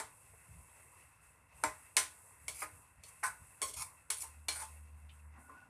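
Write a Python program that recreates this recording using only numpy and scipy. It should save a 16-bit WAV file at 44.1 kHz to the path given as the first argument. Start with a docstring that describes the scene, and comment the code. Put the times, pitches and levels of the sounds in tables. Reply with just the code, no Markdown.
"""Close by in a small kitchen, a steel ladle turns a thick rice mixture in a wok; one mono microphone.
A knock opens: a short contact excites decaying pan and ladle modes. Stirs fizz as filtered clicks and noise,
with a few wet pops; shoves swell a low rumble of the stand. From 1.6 s more knocks come, each led by a soft bump,
and from 2.5 s slides up the wall, stick-slip clicks that ring the steel harder as they go. From 4.1 s a faint low hum
of three partials swells and fades; near 5.4 s the ladle drags and rubs; a last knock falls in it, singing lasts beyond."""
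import sys
import numpy as np
from scipy import signal
from scipy.fft import rfft, irfft
from scipy.io import wavfile
from scipy.ndimage import uniform_filter1d

SR = 44100
rng = np.random.default_rng(int(sys.argv[2]) if len(sys.argv) > 2 else 0)


def pcm_store(signal):
    """Save signal as 16-bit PCM."""
    levels = np.round(np.clip(np.atleast_2d(signal), -1, 1) * 32767)
    wavfile.write(sys.argv[1], SR, levels.astype(np.int16).T)


N = 250929
T = np.arange(N) / SR

# Ladle blows on the pan: [t/s, contact/ms, buzz 0-1 (acts up to 0.7), favoured bowl, wall and ladle modes f/Hz (3),
# bowl, wall and ladle level/dB (3), fall of the wall's sound away from its mode dB/octave]
BLOWS = [(0.0, 1.1, 0.11, 645, 905, 7650, -58, -47.5, -49, 4),
         (1.6372, 1.06, 0, 303, 919, 7600, -45.5, -34.5, -40, 3),
         (1.967, 0.72, 0, 425, 2170, 5959, -52.5, -37, -29.5, 2),
         (2.481, 1.15, 0.41, 442, 2230, 9345, -63.5, -52, -44, -0.5),
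         (2.619, 3.7, 0, 595, 1250, 9400, -57.5, -44.5, -65, 2),
         (3.0363, 0.96, 0.13, 635, 2610, 4400, -74, -82, -60, 20),
         (3.229, 7.5, 0, 464, 1039, 9280, -64, -38, -61, 8),
         (3.241, 9.5, 0, 627, 1502, 9280, -77, -42.5, -55, 18.5),
         (3.6168, 0.86, 0.6, 413, 1062, 8700, -57, -47.5, -41.5, -1),
         (3.625, 2.7, 0.73, 433, 1060, 9300, -54.5, -47.5, -41, 9),
         (3.694, 1.7, 0.3, 415, 1090, 8550, -68, -71, -54.5, 7),
         (3.736, 3.9, .5, 433, 2220, 8700, -69.5, -72, -51.5, 2),
         (4.1016, 2.3, 0.25, 442, 1496, 10322, -64.5, -49, -37.5, 2.5),
         (4.229, 4.5, 0.014, 615, 904, 9300, -72, -57.5, -60, 15),
         (4.4833, 2.9, 0.28, 308, 2328, 4250, -60.5, -47.5, -38, -3),
         (4.618, 8.6, 0.15, 604, 888, 9150, -68.5, -50.5, -51.5, 10),
         (5.49, 11, 0.37, 273, 1145, 8231, -67, -57.5, -82, 17)]


def undb(db):
    """Decibels to gain."""
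    return 10 ** (np.asarray(db) / 20)


def unit(x):
    """Scale to rms 1."""
    return x / np.sqrt(np.mean(x ** 2) + 1e-24)


def fade(t, t60):
    """Exponential decay that loses 60 dB in t60 seconds."""
    return np.exp(-np.log(1000) * t / max(t60, 1e-3))


def curve(rows, column=1):
    """Gain over time from a dB column of (s, ..) rows."""
    rows = np.asarray(rows)
    return undb(np.interp(T, rows[:, 0], rows[:, column]))


def gesture(start, length, attack, t60):
    """Gain of one movement: it rises over attack seconds, holds to the end of its length, then dies away."""
    rise = np.clip((T - start) / max(attack, 1e-3), 0, 1)
    return rise * fade(np.maximum(T - start - length, 0), t60)


def flutter(rate, depth_db):
    """A gain that wanders at random, about rate times a second."""
    knots = rng.standard_normal(2048)
    return undb(depth_db * np.interp(T * rate, np.arange(len(knots)), knots))


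def clicks(rate, spread_db):
    """Random tiny impacts, on average rate a second, of uneven size and either sign."""
    sizes = undb(spread_db * np.minimum(rng.exponential(size=N), 4))
    signed = sizes * rng.choice([-1, 1], N)
    return unit(signed * (rng.random(N) < rate / SR))


def band(x, lo, hi, order=3):
    """Band-pass between two edges in Hz."""
    sos = signal.butter(order, [lo, min(hi, .45 * SR)], "band", fs=SR, output="sos")
    return signal.sosfilt(sos, x)


def colour(x, points):
    """Filter by a (Hz, dB) spectrum, causally, so that attacks stay sharp."""
    hz, db = np.transpose(points)
    size = 2048
    f = np.maximum(np.fft.rfftfreq(size, 1 / SR), 1)
    cepstrum = irfft(np.log(undb(np.interp(np.log(f), np.log(hz), db))))
    # folding the cepstrum gives minimum phase
    cepstrum[1:size // 2] *= 2
    cepstrum[size // 2 + 1:] = 0
    response = irfft(np.exp(rfft(cepstrum)))
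    return signal.fftconvolve(x, response)[:len(x)]


def focus(x, hz, db_per_octave):
    """Weaken a sound by so many dB for each octave away from hz; a negative slope lifts it instead."""
    octaves = np.arange(-3, 4)
    return colour(x, np.transpose([hz * 2. ** octaves, -db_per_octave * np.abs(octaves)]))


def hum():
    """A low hum, as of a motor some way off: wavering harmonics that swell and die away."""
    # Partials of the hum: [multiple of the fundamental, level/dB]
    partials = [(1, 0), (2, -21), (3, -24)]
    hum_hz, level_db = 75.2, -57
    start_s, length_s, attack_s, release_t60 = 4.084, 1.306, 0.42, 0.42
    tone = sum(undb(db) * np.sin(2 * np.pi * k * hum_hz * T) for k, db in partials)
    swell = gesture(start_s, length_s, attack_s, release_t60)
    return undb(level_db) * unit(tone) * swell * flutter(rate=18, depth_db=3)


def stand(rock_s=0.06):
    """Shoves and knocks rock the heavy pan on its stand: low noise swelling over a faint rumble."""
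    # Spectrum of the stand: [f/Hz, level/dB per Hz]
    stand_spectrum = [(25, -31), (50, -12.5), (68, -2), (78, -11.5), (90, -2), (102, -6.5), (120, -10.5),
                      (160, -13), (220, -25.5)]
    # Shoves on the pan: [t/s, length/s, level/dB]
    shoves = [(.29, .05, -64), (.47, .13, -58), (1.01, 0.037, -70), (1.22, 0.047, -72), (1.54, 0.03, -61.5),
              (2.25, 0.031, -85.5), (2.39, 0.16, -63.5), (2.71, 0.037, -60.5), (2.96, 0.047, -63),
              (3.26, 0.03, -63), (3.39, 0.026, -58), (3.745, 0.049, -55.5)]
    attack_s, release_t60 = 0.026, 0.34
    rumble_db, knock_rock_db = -71.5, -12  # steady rumble; rocking by a knock, relative to its bowl level
    rumble = unit(band(colour(rng.standard_normal(N), stand_spectrum), 22, 260))
    # dividing by its own 0.1 s level evens the rumble out
    swell = np.sqrt(uniform_filter1d(rumble ** 2, SR // 10))
    knock_pushes = [(s, rock_s, bowl_db + knock_rock_db) for s, _, _, _, _, _, bowl_db, *_ in BLOWS]
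    pushes = list(shoves) + knock_pushes
    power = sum((undb(db) * gesture(s, length, attack_s, release_t60)) ** 2 for s, length, db in pushes)
    return rumble / swell * np.sqrt(power + undb(rumble_db) ** 2)


def mixture(fizz_rest_db=-83):
    """Wet grains slide and part: small low squelches under a fine fizz that swells and settles with each stir."""
    # Spectrum of the squelches: [f/Hz, level/dB per Hz]
    squelch_spectrum = [(120, 0.5), (220, -17), (500, -2.5), (800, -4), (1020, 4.5), (1200, -2),
                        (1450, -2.5), (1700, -5), (2050, -0.5), (2400, -8), (2650, 5.5), (2950, -16),
                        (4000, -20.5), (7000, -18.5)]
    # Edges of the bands that flutter apart: [f/Hz]
    squelch_edges = [90, 450, 850, 1250, 1800, 2350, 12000]
    # Spectrum of the fizz: [f/Hz, level/dB per Hz]
    fizz_spectrum = [(2500, -25), (4200, -23.5), (5800, -16.5), (7300, -6.5), (8200, 3), (9500, 0),
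                     (11200, 0), (12000, -11), (14200, -11)]
    # Ladle pushing through the food: [t/s, length/s, fizz level/dB]
    stirs = [(-.1, 1.12, -64.5), (1.192, 0.044, -64), (1.526, 0.34, -62.5), (2.03, 0.28, -62.5),
             (2.361, 0.41, -63.5), (3.057, 0.5, -63.5), (3.316, 0.14, -68), (3.753, 0.092, -59.5),
             (4.144, 0.13, -61), (4.578, 0.14, -62), (4.93, 0.06, -71), (5.087, 0.043, -67.5),
             (5.36, 0.065, -66)]
    attack_s, settle_t60 = 0.052, 1
    squelch_rest_db, squelch_stir_db = -70, -6  # food at rest; what stirring adds, relative to the fizz
    movements = [undb(db) * gesture(s, length, attack_s, settle_t60) for s, length, db in stirs]
    stirring = np.max(movements, axis=0)

    squelch = np.zeros(N)
    for lo, hi in zip(squelch_edges, squelch_edges[1:]):
        grains = clicks(rate=1800, spread_db=-1) + 0.46 * rng.standard_normal(N)
        # squelches of different size come and go on their own
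        squelch += band(colour(grains, squelch_spectrum), lo, hi) * flutter(rate=15, depth_db=3)
    squelch_gain = np.hypot(undb(squelch_rest_db), undb(squelch_stir_db) * stirring)

    fine_grains = clicks(rate=8700, spread_db=4.5) + 0.98 * rng.standard_normal(N)
    fizz = unit(colour(fine_grains, fizz_spectrum))
    fizz_gain = np.hypot(undb(fizz_rest_db), stirring)
    return (unit(squelch) * squelch_gain * flutter(rate=23, depth_db=1.34)
            + fizz * fizz_gain * flutter(rate=9.7, depth_db=-0.5))


def pops(pop_t60=0.14):
    """A pocket in the wet food opens with a short smack: band-passed noise that starts at once and decays."""
    # Small wet pops: [t/s, f/Hz, width/Hz, level/dB]
    pockets = [(0.336, 600, 600, -64), (.692, 3500, 900, -77), (1.021, 2770, 250, -68),
               (5.093, 2900, 980, -58.5)]
    out = np.zeros(N)
    for s, hz, width, db in pockets:
        smack = unit(band(rng.standard_normal(N), hz - width / 2, hz + width / 2, order=2))
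        out += undb(db) * smack * (T >= s) * fade(np.abs(T - s), pop_t60)
    return out


def drag():
    """Cushioned by food, the ladle's rub stirs a few low resonances of the pan, and one mode sings."""
    # Ladle dragged through the food: [t/s, rub level/dB, singing mode level/dB]
    strokes = [(5.32, -78, -95.5), (5.38, -60, -86.5), (5.43, -66.5, -73), (5.48, -68.5, -66),
               (5.56, -63, -65), (5.63, -69, -63.5), (5.69, -71, -78)]
    # Low resonances of the pan: [f/Hz, width/Hz, level/dB]
    resonances = [(263, 60, 0.5), (799, 51, 0), (1010, 137.3, -6), (990, 190, -6), (1390, 95, -2.5)]
    singing_hz = 1460
    rub = clicks(rate=2200, spread_db=2.5)
    body = sum(undb(db) * band(rub, hz - width / 2, hz + width / 2, order=1) for hz, width, db in resonances)
    # the sung pitch wavers slightly around its mode
    phase = 2 * np.pi * np.cumsum(singing_hz * flutter(rate=210, depth_db=0.14)) / SR
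    singing = unit(np.sin(phase) * flutter(rate=54, depth_db=3.5))
    return unit(band(body, 170, 1700)) * curve(strokes, column=1) + singing * curve(strokes, column=2)


def plunges(plunge_db=1.5, lead_s=0.0058, push_hz=420, push_t60=0.078):
    """Just before steel meets steel, the ladle pushes through the food with a soft, low bump of noise."""
    out = np.zeros(N)
    t = T[:SR // 10]
    for s, _, _, _, _, _, bowl_db, *_ in BLOWS:
        start = max(int((s - lead_s) * SR), 0)
        bump = unit(band(rng.standard_normal(len(t)), push_hz / 2, push_hz * 2, order=2))
        envelope = fade(t, push_t60) * np.minimum(t * push_hz, 1)
        out[start:start + len(t)] += undb(bowl_db + plunge_db) * bump * envelope
    return out


def contact(t, ms, touch=0.1):
    """Energy of a blow over time: a first touch, then uneven chatter for some milliseconds."""
    age = t / (ms / 1000)
    chatter = rng.standard_normal(len(t)) ** 4 * age * np.exp(-2 * age)
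    energy = chatter / chatter.sum()
    energy[0] += abs(touch) / ms  # the longer the contact, the softer its first touch
    return energy / energy.sum()


def ring(t, modes, detune=0.004):
    """Sum of decaying modes; the place of contact sets each one's strength, the shifting load detunes it."""
    chance = rng.standard_normal((len(modes), 3))
    strengths = np.sign(chance[:, 0]) * undb(2.5 * chance[:, 1])
    tunings = 1 + detune * chance[:, 2]
    out = np.zeros(len(t))
    for (hz, db, t60), strength, tuning in zip(modes, strengths, tunings):
        out += strength * undb(db) * np.sin(2 * np.pi * hz * tuning * t) * fade(t, t60)
    return out


def steel(t, energy, favoured=(), crowd_db=7, crack_db=21, crowd_t60=0.25, crack_t60=0.0036,
          faint_db=-21, faint_t60=0.22):
    """Answer of pan and ladle: a crack, clear modes, a crowd of weak ones; a faint kitchen tail decays as
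    quickly."""
    # Modes of the loaded wok and the ladle: [f/Hz, level/dB, t60/s]
    clear_modes = [(303.7, -14, 0.46), (438, -4.5, 0.22), (560, -11.5, 0.15), (621, -2, 0.25),
                   (871, -10, 0.34), (933, -14, 0.2), (1033, 0.5, 0.25), (1407, -5.5, 0.17),
                   (1468, -10.5, 0.41), (1695, -1.5, 0.12), (2020, -7.5, 0.23), (2180, 3.5, 0.07),
                   (2310, 2.5, 0.1), (2620, -24, 0.16), (2964, -4.5, 0.15), (3475, -16.5, 0.047),
                   (3865, -13.5, 0.19), (4370, -10, 0.14), (5150, -7.5, .15), (5823, -11, 0.18),
                   (5990, -14.5, 0.22), (6640, -15.5, 0.17), (7710, -0.5, 0.047), (8435, -3.5, .16),
                   (8320, -3.5, 0.18), (9950, -9.5, 0.14)]
    # Spectrum of the crowd of weaker modes: [f/Hz, level/dB per Hz]
    crowd_spectrum = [(200, -12), (300, -10), (420, -0.5), (750, 3.5), (1050, 2.5), (2200, 4), (3000, -4.5),
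                      (5000, -8), (7000, -5.5), (9000, 0), (10400, -3), (11500, -12), (14200, -15)]
    crack = undb(crack_db) * fade(t, crack_t60)
    crowd_decay = undb(crowd_db) * fade(t, crowd_t60)
    faint = undb(faint_db) * fade(t, faint_t60)
    decay = crack + crowd_decay + faint
    # the small impacts of one blow add up in energy
    envelope = np.sqrt(np.abs(signal.fftconvolve(energy, decay ** 2)[:len(t)]))
    crowd = unit(colour(rng.standard_normal(len(t)), crowd_spectrum)) * envelope
    return ring(t, list(clear_modes) + list(favoured)) * np.sqrt(np.cumsum(energy)) + crowd


def buzz(x, share):
    """The edge rebounds, each time weaker, which gathers the sound in evenly spaced bands."""
    lag = int(SR / 1101.6)  # samples between rebounds, about 1100 a second
    feedback = np.zeros(lag + 1)
    feedback[0], feedback[lag] = 1, -np.clip(share, 0, .7)
    return signal.lfilter([1], feedback, x)


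def scrapes(pan_db=-1):
    """The ladle's edge sticks and slips up the wall; the slips hiss and keep the pan ringing."""
    # Spectrum of the edge's hiss: [f/Hz, level/dB per Hz]
    edge_spectrum = [(2700, -12.5), (3100, -23), (4400, -12.5), (5600, -11), (7400, -9.5), (8600, -6.5),
                     (9600, -4), (10600, -10), (12000, -2), (14200, -14)]
    # Slides up the wall: [t/s, length/s, edge hiss level/dB, pan ring level/dB before pan_db, buzz 0-1]
    slides = [(2.546, 0.094, -45, -54, 0.3), (3.034, 0.06, -57.5, -66.5, 0.2), (3.236, 0.033, -39, -63, 0),
              (3.67, 0.023, -47.5, -65, 0.45), (3.768, 0.055, -41.5, -46.5, .6),
              (4.169, 0.016, -43.5, -66, .2), (4.204, 0.018, -38, -58, 0.2), (4.521, 0.092, -44, -47.5, 0)]
    attack_s, release_t60 = 0.0072, .07
    hiss_growth_db, ring_growth_db = 3.5, 6.5  # the edge presses harder from start to end of a slide
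    slips = clicks(rate=3000, spread_db=2) * flutter(rate=130, depth_db=2.5)
    t = T[:SR // 2]
    out = np.zeros(N)
    for s, length, hiss_db, ring_db, share in slides:
        touching = slips * gesture(s - attack_s, length + attack_s, attack_s, release_t60)
        ahead = np.clip(1 - (T - s) / length, 0, 1)  # share of the slide still to go
        # every stroke meets another part of the wall
        wall = steel(t, contact(t, 0.98), crack_db=30.5)
        edge = colour(band(wall, 2700, 15000), edge_spectrum)
        pan = band(buzz(wall, share), 700, 2700)
        edge_force_db = hiss_db - hiss_growth_db * ahead
        pan_force_db = pan_db + ring_db - ring_growth_db * ahead
        for answer, force_db in ((edge, edge_force_db), (pan, pan_force_db)):
            out += signal.oaconvolve(touching * undb(force_db), answer / np.linalg.norm(answer))[:N]
    return out


def knocks(bowl_mode_db=-2, wall_mode_db=6, ladle_mode_db=0, bowl_t60=0.19, wall_t60=0.14, ladle_t60=0.16):
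    """Each blow rings the same steel; where it lands sets favoured modes and levels of bowl, wall and ladle."""
    # Edges of the bowl, wall and ladle bands: [f/Hz]
    part_edges = [240, 700, 2700, 14000]
    skid_mode_db = 2.5  # gain of the wall's favoured mode for each tenfold contact time
    ladle_focus_db = 1.5  # dB per octave after a 1 ms contact; grows with the root of the contact time
    t = T[:int(.8 * SR)]
    early = int(.06 * SR)  # each band's level is set over its first 60 ms
    out = np.zeros(N + len(t))
    for s, ms, share, bowl_hz, wall_hz, ladle_hz, bowl_db, wall_db, ladle_db, wall_focus in BLOWS:
        favoured = [(bowl_hz, bowl_mode_db, bowl_t60),
                    (wall_hz, wall_mode_db + skid_mode_db * np.log10(ms), wall_t60),
                    (ladle_hz, ladle_mode_db, ladle_t60)]
        blow = buzz(steel(t, contact(t, ms), favoured), share)
        wall = focus(blow, wall_hz, wall_focus)
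        ladle = focus(blow, ladle_hz, ladle_focus_db * np.sqrt(ms))
        parts = [(blow, bowl_db), (wall, wall_db), (ladle, ladle_db)]
        start = max(int(s * SR), 0)
        for lo, hi, (part, db) in zip(part_edges, part_edges[1:], parts):
            part = band(part, lo, hi, order=5)
            out[start:start + len(t)] += part * undb(db) / np.std(part[:early])
    return out[:N]


def scene():
    """All sources summed at one close microphone."""
    background = hum() + stand()
    food = mixture() + pops() + drag() + plunges()
    return (background + food + scrapes() + knocks())[None]


def record(dry):
    """The recorder cuts the top of the treble, steeply above 14.4 kHz."""
    return signal.sosfilt(signal.ellip(10, .2, 70, 14400, fs=SR, output="sos"), dry)


dry = scene()
out = record(dry)
pcm_store(out)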